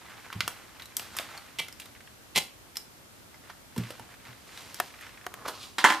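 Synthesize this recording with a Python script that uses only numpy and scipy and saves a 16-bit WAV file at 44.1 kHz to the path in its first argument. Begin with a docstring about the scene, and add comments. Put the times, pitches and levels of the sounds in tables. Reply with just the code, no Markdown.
"""Small room, close to the camera: a sleeve rubs (noise of tiny slips), a gripped plastic power adapter creaks and
clicks (noise bursts, ringing modes), a footstep thuds (low modes), two stick-slip scrapes push it into a wall socket.
Then more thuds, fingers tapping the camera (tick and case modes), a slide in jerks (groan and hiss), and nearby a
hard object put down with knocks (clack, crack, board modes) and a rattle (decaying random ticks).
Throughout, two closely spaced microphones hear the room's tail and rumble over their own hiss (filtered noise)."""
import sys
import numpy as np
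from scipy import signal
from scipy.fft import rfft, irfft
from scipy.io import wavfile

SR = 44100
rng = np.random.default_rng(int(sys.argv[2]) if len(sys.argv) > 2 else 0)


def log_audio(samples):
    """Write samples as a 16-bit WAV file to the path given in sys.argv[1]."""
    # one column per channel
    frames = np.atleast_2d(samples).T
    # limit to full scale, then quantise
    limited = np.clip(frames, -1, 1)
    pcm = np.round(limited * 32767).astype(np.int16)
    wavfile.write(sys.argv[1], SR, pcm)


N = 264600
TIME = np.arange(N) / SR  # s from the start of the scene
AGE = TIME[:SR // 2]  # s from the start of one sound


def undb(db):
    """Decibels to amplitude gain."""
    return 10 ** (np.asarray(db) / 20)


def unit(x):
    """Scale to rms 1."""
    return x / np.sqrt(np.mean(x ** 2))


def onset_level(x, db):
    """Scale a hit so that its first hundredth of a second has this rms level."""
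    onset_rms = np.sqrt(np.mean(x[:SR // 100] ** 2))
    return x * undb(db) / onset_rms


def add(track, s, sound):
    """Mix a sound in at a time in seconds."""
    i = int(s * SR)
    track[i:i + len(sound)] += sound[:N - i]


def filt(x, hz, kind, order=2):
    """Butterworth filter."""
    return signal.sosfilt(signal.butter(order, hz, kind, fs=SR, output="sos"), x)


def colour(x, points, size=2048):
    """Causal filter with a (f/Hz, level/dB) response, built from its cepstrum."""
    hz, db = np.transpose(points)
    bins_hz = np.arange(size // 2 + 1) * SR / size
    gain = undb(np.interp(np.log(bins_hz + 1), np.log(hz), db))
    cepstrum = irfft(np.log(gain))
    # folding the cepstrum gives minimum phase
    cepstrum[1:size // 2] *= 2
    cepstrum[size // 2 + 1:] = 0
    impulse = irfft(np.exp(rfft(cepstrum)))
    return signal.fftconvolve(x, impulse)[:len(x)]


def fade(t60):
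    """Exponential decay by 60 dB in t60 seconds."""
    return np.exp(-np.log(1000) * AGE / t60)


def burst(t60):
    """A dense cluster of short modes: decaying noise."""
    return rng.standard_normal(len(AGE)) * fade(t60)


def ring(modes, scatter_db=2):
    """Damped modes; each point of contact gives them other phases and strengths."""
    out = np.zeros(len(AGE))
    for hz, db, t60 in modes:
        strength = undb(db + scatter_db * rng.standard_normal())
        out += strength * fade(t60) * np.sin(2 * np.pi * (hz * AGE + rng.random()))
    return out


def grate(slips, t60):
    """Every slip releases its own brief burst of noise; overlapping bursts add in power."""
    power = signal.lfilter([1], [1, -fade(t60)[1] ** 2], slips ** 2 + 1e-18)
    return np.sqrt(power) * rng.standard_normal(len(slips))


def friction(points, rate, spread_db, flutter_db):
    """Many tiny slips (rate per s) of uneven size, coming in flurries; rms 1."""
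    sizes = undb(spread_db * np.minimum(rng.exponential(size=N), 4))
    slips = (rng.random(N) < rate / SR) * sizes
    knots = np.linspace(0, TIME[-1], 300)
    flurry = np.interp(TIME, knots, rng.standard_normal(len(knots)))
    noise = grate(slips * undb(flutter_db * flurry), t60=.004)
    return unit(colour(noise, points))


def strokes(rows):
    """Two layers' gains: each stroke swells and dies away exponentially; overlapping strokes add in power."""
    power = np.zeros((2, N))
    for s, rise_s, fall_s, low_db, hiss_db in rows:
        shape = undb(-20 * np.maximum((s - TIME) / rise_s, (TIME - s) / fall_s))
        power += np.outer(undb([low_db, hiss_db]), shape) ** 2
    return np.sqrt(power)


# prongs scraping in the contacts: [t/s, duration/s, level/dB, grit re shell/dB, swell while pushing/dB]
PRONG_PUSHES = [(1.5855, 0.01773, -28.5, -2, 3), (1.612, .037, -42.5, -5.5, -9.5),
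                (2.346, 0.014334, -30.5, -1, 25.5), (2.3587, .013, -21.5, -1, -1),
                (2.3749, 0.012318, -21, 3.5, -3)]
# adapter shell and socket, damped by the hand: [f/Hz, relative level/dB, t60/s]
SHELL_MODES = [(926.94, -13, 0.03774), (1217.3, -22, 0.02327), (2054.5, -2.5, 0.03433),
               (2310, -5.5, 0.0593), (2714, -1.5, 0.03193), (2932.3, -0.5, 0.0245), (3107.3, -0.5, 0.02465),
               (3317.7, 2, 0.0215), (3952.1, -1.5, 0.01591)]
# colour of the scraping: [f/Hz, level/dB]
SCRAPE_COLOUR = [(60, -50), (150, -6.5), (300, -9.5), (550, -8.5), (1050, -6), (1600, -14), (2150, -4.5),
                 (3300, -1), (4600, -6), (7000, -10.5), (11000, -11.5), (15000, -19)]


def pushes(slip_rate=900, slip_db=2, grit_t60=0.010754):
    """The prongs stick and slip in the spring contacts; every slip grates and rings the shell from a new spot."""
    out = np.zeros(N)
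    for s, duration, db, grit_db, swell_db in PRONG_PUSHES:
        count = max(int(duration * slip_rate), 2)
        progress = (np.arange(count) + rng.random(count)) / count
        sizes = undb(swell_db * progress + slip_db * rng.standard_normal(count))
        slips, shell = np.zeros(len(AGE)), np.zeros(len(AGE))
        for i, size in zip((progress * duration * SR).astype(int), sizes):
            slips[i] = size
            shell[i:] += size * ring(SHELL_MODES)[:len(AGE) - i]
        grit = unit(colour(grate(slips, grit_t60), SCRAPE_COLOUR))
        scrape = unit(shell) + undb(grit_db) * grit
        add(out, s, scrape * undb(db) / np.std(scrape[:int(duration * SR)]))
    return out


# distinct clicks: mostly plastic and cable, and a catch in the slide at 5.48 s:
# [t/s, level at 1.8-5 kHz/dB, body re level/dB, crack re level/dB,
# contact t60/s, ping of the touched part f/Hz, ping re contact/dB]
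DISTINCT_CLICKS = [(.302, -50.5, 8, -10.5, 0.03874, 1494, -4.5),
                   (.327, -39, -2, -10.5, 0.05186, 1084, -11.5),
                   (.4055, -24.5, -7.5, -13, 0.02873, 1395, -10),
                   (0.4781, -31, -.5, -1.5, 0.02493, 1211, -13),
                   (0.7971, -45, -9.5, -12, 0.0678, 3206, -7.5), (.821, -43.5, -19, -7, 0.0747, 3949, -3),
                   (0.8565, -49.5, -10.5, 0, 0.0301, 4056, 0), (.9676, -35, -12.5, 8, 0.02524, 3247, 0),
                   (0.9954, -37.5, -5, -6, 0.02401, 2525, -17), (1.167, -42.5, 0, 7, 0.058, 1172, -4),
                   (1.1869, -30, -10, -7, 0.00663, 3676, -6.5), (1.197, -51.5, 14, 6, 0.0777, 629.9, -9),
                   (1.376, -51, -5.5, 7, 0.0378, 4349, 7), (1.6838, -44, -3, -5, 0.02783, 2212, -9),
                   (1.7253, -50, -10, 1, 0.02643, 5170, -3.5),
                   (1.7986, -42.5, -12.5, -2, 0.04944, 2553, -12.5),
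                   (1.8186, -46.5, -21.5, -11, 0.0569, 3476, -11),
                   (1.8567, -50.5, -1.5, -2.5, 0.0373, 3744, -4.5),
                   (2.756, -45, -11.5, -2.5, 0.03909, 5291, -13),
                   (2.7693, -35.5, -12.5, 2.5, 0.0257, 5400, -2),
                   (3.3427, -55, 2.5, -13, 0.0469, 2024, -12.5),
                   (3.4984, -48, 5.5, -11, 0.06805, 962.6, -13.5), (3.762, -48, 3, -3, 0.1047, 969.6, -3),
                   (3.7786, -42, -1, 0, 0.03332, 507.7, -11.5),
                   (3.8353, -45, -3.5, -13.5, 0.03303, 2160, -11),
                   (3.9051, -45, 3.5, -2, 0.03223, 550.1, -3), (3.9959, -50, 6.5, -3, 0.0255, 868.1, -9.5),
                   (4.575, -43, -8, -8.5, 0.02784, 3823, -8), (4.744, -46, -10.5, 4, 0.01468, 5395, -15),
                   (5.01, -47.5, -4, -5, 0.0602, 1911, 3), (5.4794, -40.5, -3.5, 1, 0.1113, 1226, -12.5)]
# colour of a plastic contact: [f/Hz, level/dB]
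CONTACT_COLOUR = [(200, -9), (650, -7.5), (1200, -0.5), (2600, 0.5), (4000, -3), (5500, -1), (7500, -2),
                  (14000, -1.5)]
# edges of the body, middle and crack bands: [f/Hz]
CLICK_BANDS = (130, 1800, 5000, 15000)


def clicks(shell_db=-10, ping_t60=0.02072, ping_spread=0.04652):
    """Each contact cracks, pings the touched part and rings the shell; each row sets its own body and crack levels."""
    out = np.zeros(N)
    for s, db, body_db, crack_db, t60, ping_hz, ping_db in DISTINCT_CLICKS:
        contact = onset_level(colour(burst(t60), CONTACT_COLOUR), 0)
        # the touched part rings with a tight cluster of modes
        cluster = [(ping_hz * (1 + ping_spread * k), -3 * abs(k), ping_t60) for k in (-1, 0, 1)]
        ping = onset_level(ring(cluster), ping_db)
        hit = contact + onset_level(ring(SHELL_MODES), shell_db) + ping
        for lo, hi, band_db in zip(CLICK_BANDS, CLICK_BANDS[1:], (body_db, 0, crack_db)):
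            band = filt(hit, (lo, hi), "bandpass", order=3)
            add(out, s, onset_level(band, db + band_db))
    return out


# spells of faint creaking from the grip and the cable: [start t/s, end t/s, ticks per s, level/dB]
CREAK_SPELLS = [(.05, .29, 23.244, -54), (1.92, 2.08, 25.815, -55), (4.029, 4.55, 18, -55.5),
                (4.9, 5.26, 28, -51.5), (5.012, 5.07, 110.3, -49.5)]
# colour of a creak: [f/Hz, level/dB]
CREAK_COLOUR = [(300, -23.5), (1000, -9), (1500, -2.5), (1950, 2), (2500, -3.5), (4000, -12),
                (10000, -29.5)]


def creaks(t60=0.039, spread_db=3.0):
    """Held plastic gives way in small dull ticks, unevenly spaced and of uneven size."""
    out = np.zeros(N)
    for start, end, rate, db in CREAK_SPELLS:
        count = max(int((end - start) * rate), 1)
        for k in range(count):
            tick_db = db + spread_db * rng.standard_normal()
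            tick = onset_level(colour(burst(t60), CREAK_COLOUR), tick_db)
            add(out, start + (end - start) * (k + rng.random()) / count, tick)
    return out


# the hard object touches, lands and rocks: [t/s, level/dB, brightness/dB, board ring/dB], last two re level
OBJECT_KNOCKS = [(5.783, -27.5, 11, -13), (5.7882, -33.5, 0, 0.5), (5.805, -41, 11, -14.5),
                 (5.8416, -15, -15, -6), (5.8466, -14.5, -22, -3), (5.8499, -16, -12, -5),
                 (5.8633, -31, 11.5, -20), (5.871, -30, 4, -12), (5.902, -22, -17, -3),
                 (5.9222, -27.5, -12, -9.5)]
# the object and the board under it: [f/Hz, relative level/dB, t60/s]
BOARD_MODES = [(214.66, -9, 0.2862), (293, 0, 0.08283), (319.28, -4, 0.1676), (571, -6.5, 0.1699),
               (746, 0, 0.2118), (946.83, -7, 0.2546), (1031.3, 3, .2), (1162, -6.5, 0.1972),
               (1214.7, -11.5, 0.25), (1405, 11, 0.05143), (1383.3, -5, 0.1963), (1503.2, -12.5, 0.1653),
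               (1740, 8, .06), (1769, -3.5, 0.1474), (2010.5, -1.5, 0.1245), (2084.6, -2, 0.1168),
               (2730.1, -7, 0.158), (2933, -12, 0.1457), (3073, -14, 0.1857), (3299.2, -14.5, 0.1813)]
# the blow itself: [f/Hz, level/dB]
BLOW_COLOUR = [(130, -48.5), (220, -19), (320, -11), (470, -16.5), (720, -6), (950, 0), (1400, -3),
               (2050, -1), (2500, -11.5), (3300, -10), (4200, -23.5), (7500, -19), (14000, -36)]
# crack of the hard object's edges: [f/Hz, level/dB]
EDGE_COLOUR = [(1000, -28.5), (2400, 1), (3300, 2), (4500, 0.5), (7000, -13.5), (10000, -13),
               (15000, -21.5)]


def knocks(blow_t60=0.04064, crack_db=-14, crack_t60=0.147):
    """Each blow is a short clack over the longer modes of the board; hard edges add a crack."""
    out = np.zeros(N)
    for s, db, bright_db, ring_db in OBJECT_KNOCKS:
        clack = onset_level(colour(burst(blow_t60), BLOW_COLOUR), -0.3637)
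        crack = onset_level(colour(burst(crack_t60), EDGE_COLOUR), crack_db + bright_db)
        board = onset_level(ring(BOARD_MODES, scatter_db=1), ring_db)
        add(out, s, undb(db) * (clack + crack + board))
    return out


def rattle(db, start_s=5.856, rate=260, settle_t60=0.3808):
    """Loose parts chatter ever more weakly after the object has landed (rate in ticks per s)."""
    sizes = undb(3 * rng.standard_normal(len(AGE))) * fade(settle_t60)
    ticks = (rng.random(len(AGE)) < rate / SR) * sizes
    chatter = grate(ticks, t60=.008)
    chatter = unit(colour(chatter, BLOW_COLOUR)) + unit(colour(chatter, EDGE_COLOUR))
    out = np.zeros(N)
    add(out, start_s, chatter * undb(db) / np.std(chatter[:SR // 20]))
    return out


# finger taps on the camera: [t/s, case level/dB, brightness of the tick/dB]
FINGER_TAPS = [(4.8002, -25, 6), (5.2654, -33.5, 0), (5.3401, -42.5, 9)]
# camera case: [f/Hz, relative level/dB, t60/s]
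CASE_MODES = [(372.57, -15.5, 0.06425), (727.92, -4.5, 0.04538), (994.8, 3, 0.008476),
              (1334.3, -5, 0.01416), (1657, 2.5, 0.01093), (1835.2, 1.5, 0.01963), (3222.6, -7, 0.01173),
              (6692, -13, 0.01303), (10462, -21.5, 0.01367), (13390, -15, 0.02435)]


def taps(crack_db=-9, flex_s=.001, clack_db=-7):
    """A sharp tick, then the camera case flexes and rings very briefly."""
    out = np.zeros(N)
    for s, db, bright_db in FINGER_TAPS:
        tick = filt(burst(0.01594), 1050, "highpass", order=1)
        add(out, s, onset_level(tick, db + bright_db + crack_db))
        clack = filt(burst(0.03001), (600, 2200), "bandpass")
        case = ring(CASE_MODES, scatter_db=1)
        add(out, s + flex_s, onset_level(case, db) + onset_level(clack, db + clack_db))
    return out


# something slides over the board in jerks: [peak t/s, rise by 20 dB/s, fall by 20 dB/s, groan/dB, hiss/dB]
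SLIDE_JERKS = [(5.415, 0.2192, 0.0809, -46, -62.5), (5.461, 0.0195, 0.0186, -32.5, -46),
               (5.487, 0.0253, 0.0309, -31.5, -41.5), (5.55, 0.1094, 0.1562, -46.5, -50.5),
               (5.635, 0.0991, 0.1247, -51.5, -43.5)]
# colour of the groaning board: [f/Hz, level/dB]
GROAN_COLOUR = [(150, -12), (500, -4), (850, -3.5), (1150, 3.5), (1600, -6), (3000, -17.5), (6000, -34.5)]
# colour of the hissing edge: [f/Hz, level/dB]
GRIT_COLOUR = [(1000, -37), (2500, 3), (4200, 7.5), (6000, -0.5), (10000, -7), (15000, -14)]


def slide():
    """A dragged object makes the board groan while its edge hisses."""
    groan, hiss = strokes(SLIDE_JERKS)
    board = friction(GROAN_COLOUR, rate=1200, spread_db=2, flutter_db=1.5)
    edge = friction(GRIT_COLOUR, rate=4000, spread_db=2.5, flutter_db=1)
    return groan * board + hiss * edge


# dull thuds through floor and furniture: [t/s, level of the low mode/dB, pitch f/Hz, t60/s]
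DULL_THUDS = [(.353, -29, 102.9, 0.2805), (3.763, -33, 251, 0.158), (3.778, -25.5, 175.3, 0.18652),
              (3.783, -26, 118.2, 0.2202), (3.903, -40, 299.9, 0.04113), (4.003, -36.5, 111.4, 0.077),
              (4.284, -45, 120.2, 0.2191)]


def thuds(overtone_db=-12, overtone_ratio=1.8, rumble_db=-8.5, push_s=0.004044):
    """Soft heavy contacts build over a few milliseconds: one low mode, a weaker overtone and a dull rumble."""
    out = np.zeros(N)
    for s, db, hz, t60 in DULL_THUDS:
        low = np.sin(2 * np.pi * hz * AGE)
        overtone = undb(overtone_db) * np.sin(2 * np.pi * overtone_ratio * hz * AGE)
        rumble = unit(filt(rng.standard_normal(len(AGE)), (hz / 1.6, hz * 1.7), "bandpass"))
        envelope = fade(t60) * np.minimum(AGE / push_s, 1)
        add(out, s, undb(db) * (low + overtone + undb(rumble_db) * rumble) * envelope)
    return out


# strokes of the sleeve and cable, levels before the trims below:
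# [peak t/s, rise by 20 dB/s, fall by 20 dB/s, rub/dB, hiss/dB]
SLEEVE_STROKES = [(.22, 1.24, 0.8528, -50, -60.5), (.45, 0.1059, 0.3692, -51, -50.5),
                  (.8, 0.8258, 0.4982, -53.5, -69.5), (1.03, 0.0881, 0.1839, -48.5, -46.5),
                  (1.19, 0.1339, 0.1993, -42, -43), (1.3, 0.1931, 0.6583, -48, -56),
                  (1.85, 0.1639, 0.1452, -63.5, -55), (3.5, 0.1, 0.072, -50.5, -61),
                  (3.8, 0.0723, .27, -45, -51.5), (3.905, 0.0923, 0.1515, -48, -52.5),
                  (4.15, 0.2721, 0.0024, -50, -66.5), (4.27, 0.0826, 0.1021, -48.5, -60),
                  (4.6, 0.3172, .5, -53.5, -48), (4.8, 0.2087, 0.2214, -53, -47),
                  (5.025, 0.1634, 0.2447, -49.5, -54)]
# colour of the rubbing cloth: [f/Hz, level/dB]
RUB_COLOUR = [(150, -11.5), (400, -12), (800, -1.5), (1400, 1), (2200, -1.5), (4000, -10), (8000, -21)]
# colour of the hissing fibres: [f/Hz, level/dB]
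FIBRE_COLOUR = [(1500, 2), (4000, 2.5), (8000, -4.5), (14000, -11)]


def sleeve(rub_trim_db=-1, hiss_trim_db=-1):
    """Cloth and cable rub as the arm moves: many small slips, more of them in the fibres."""
    rub, hiss = strokes(SLEEVE_STROKES)
    cloth = friction(RUB_COLOUR, rate=2200, spread_db=3, flutter_db=2.5)
    fibres = friction(FIBRE_COLOUR, rate=6000, spread_db=2.5, flutter_db=1.5)
    return undb(rub_trim_db) * rub * cloth + undb(hiss_trim_db) * hiss * fibres


def room(x, wet_db=-10.0, t60_low=0.304, t60_high=0.25534, split_hz=3200, apart_hz=6200,
         spread=0.1583, build_s=0.003856):
    """Small-room tail; it differs between the microphones mainly in the treble."""
    def tail():
        """Noise of dense reflections with a shorter treble decay; energy 1."""
        low = filt(burst(t60_low), split_hz, "lowpass")
        high = 1.1169 * filt(burst(t60_high), split_hz, "highpass")
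        reflections = (low + high) * np.clip(AGE / build_s - .5, 0, 1)
        return reflections / np.sqrt(np.sum(reflections ** 2))
    mid = tail()
    side = spread * tail() + filt(tail(), apart_hz, "highpass", order=1)
    pair = [signal.fftconvolve(x, ir)[:N] for ir in (mid + side, mid - side)]
    return undb(wet_db) * np.array(pair)


def microphones(x, lag_samples=0.576, scatter_db=-5, scatter_hz=8000):
    """Sound reaches the left port later, weaker and brighter; the case scatters treble between the ports."""
    hz = np.arange(N // 2 + 1) * SR / N
    # half of the left-to-right level difference goes to each port
    balance = undb(np.interp(hz, (2000, 7000, 13000), (-1.7, 0, 2)) / 2)
    lag = np.exp(-2j * np.pi * hz * lag_samples / SR)
    left = irfft(rfft(x[0]) * balance * lag, N)
    right = irfft(rfft(x[1]) / balance, N)
    echo = burst(0.00605)
    echo /= np.sqrt(np.sum(echo ** 2))
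    side = undb(scatter_db) * signal.fftconvolve(filt(right, scatter_hz, "highpass"), echo)[:N]
    return np.array([left + side, right - side])


# colour of room rumble and microphone hiss: [f/Hz, relative density/dB per Hz]
FLOOR_COLOUR = [(15, -65.5), (25, -60.5), (44, -6.5), (113, -3), (147, -9), (264, -6.5), (414, -11),
                (472, -11), (722, -12), (1230, -13.5), (2250, -17), (3180, -18.5), (14000, -23.5)]


def floor(shared_hz=450, level_db=-52):
    """Room rumble is common to both microphones; each has its own hiss."""
    rumble = filt(rng.standard_normal(N), shared_hz, "lowpass")
    own = filt(rng.standard_normal((2, N)), shared_hz, "highpass") + 1.7042 * rng.standard_normal((2, N))
    pair = [unit(colour(rumble + hiss, FLOOR_COLOUR, size=8192)) for hiss in own]
    return undb(level_db) * np.array(pair)


def scene():
    """Airborne sounds excite the room; taps come mostly through the case; knocks and taps are kept free of deep bass."""
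    near = pushes() + clicks() + creaks() + slide() + thuds() + sleeve()
    far = filt(knocks() + rattle(db=-31.5), 151.9, "highpass", order=3)
    case = filt(taps(), 205.9, "highpass")
    tail = room(near + undb(4.5) * far + undb(-8.5) * case)
    air = filt(near + far + tail, 43, "highpass")
    return microphones(air) + case + floor()


def record(dry):
    """The sound clips at full scale and holds nothing above 14.4 kHz."""
    low_pass = signal.ellip(8, .2, 60, 14400, fs=SR, output="sos")
    return signal.sosfilt(low_pass, np.clip(dry, -1, 1))


dry = scene()
out = record(dry)
log_audio(out)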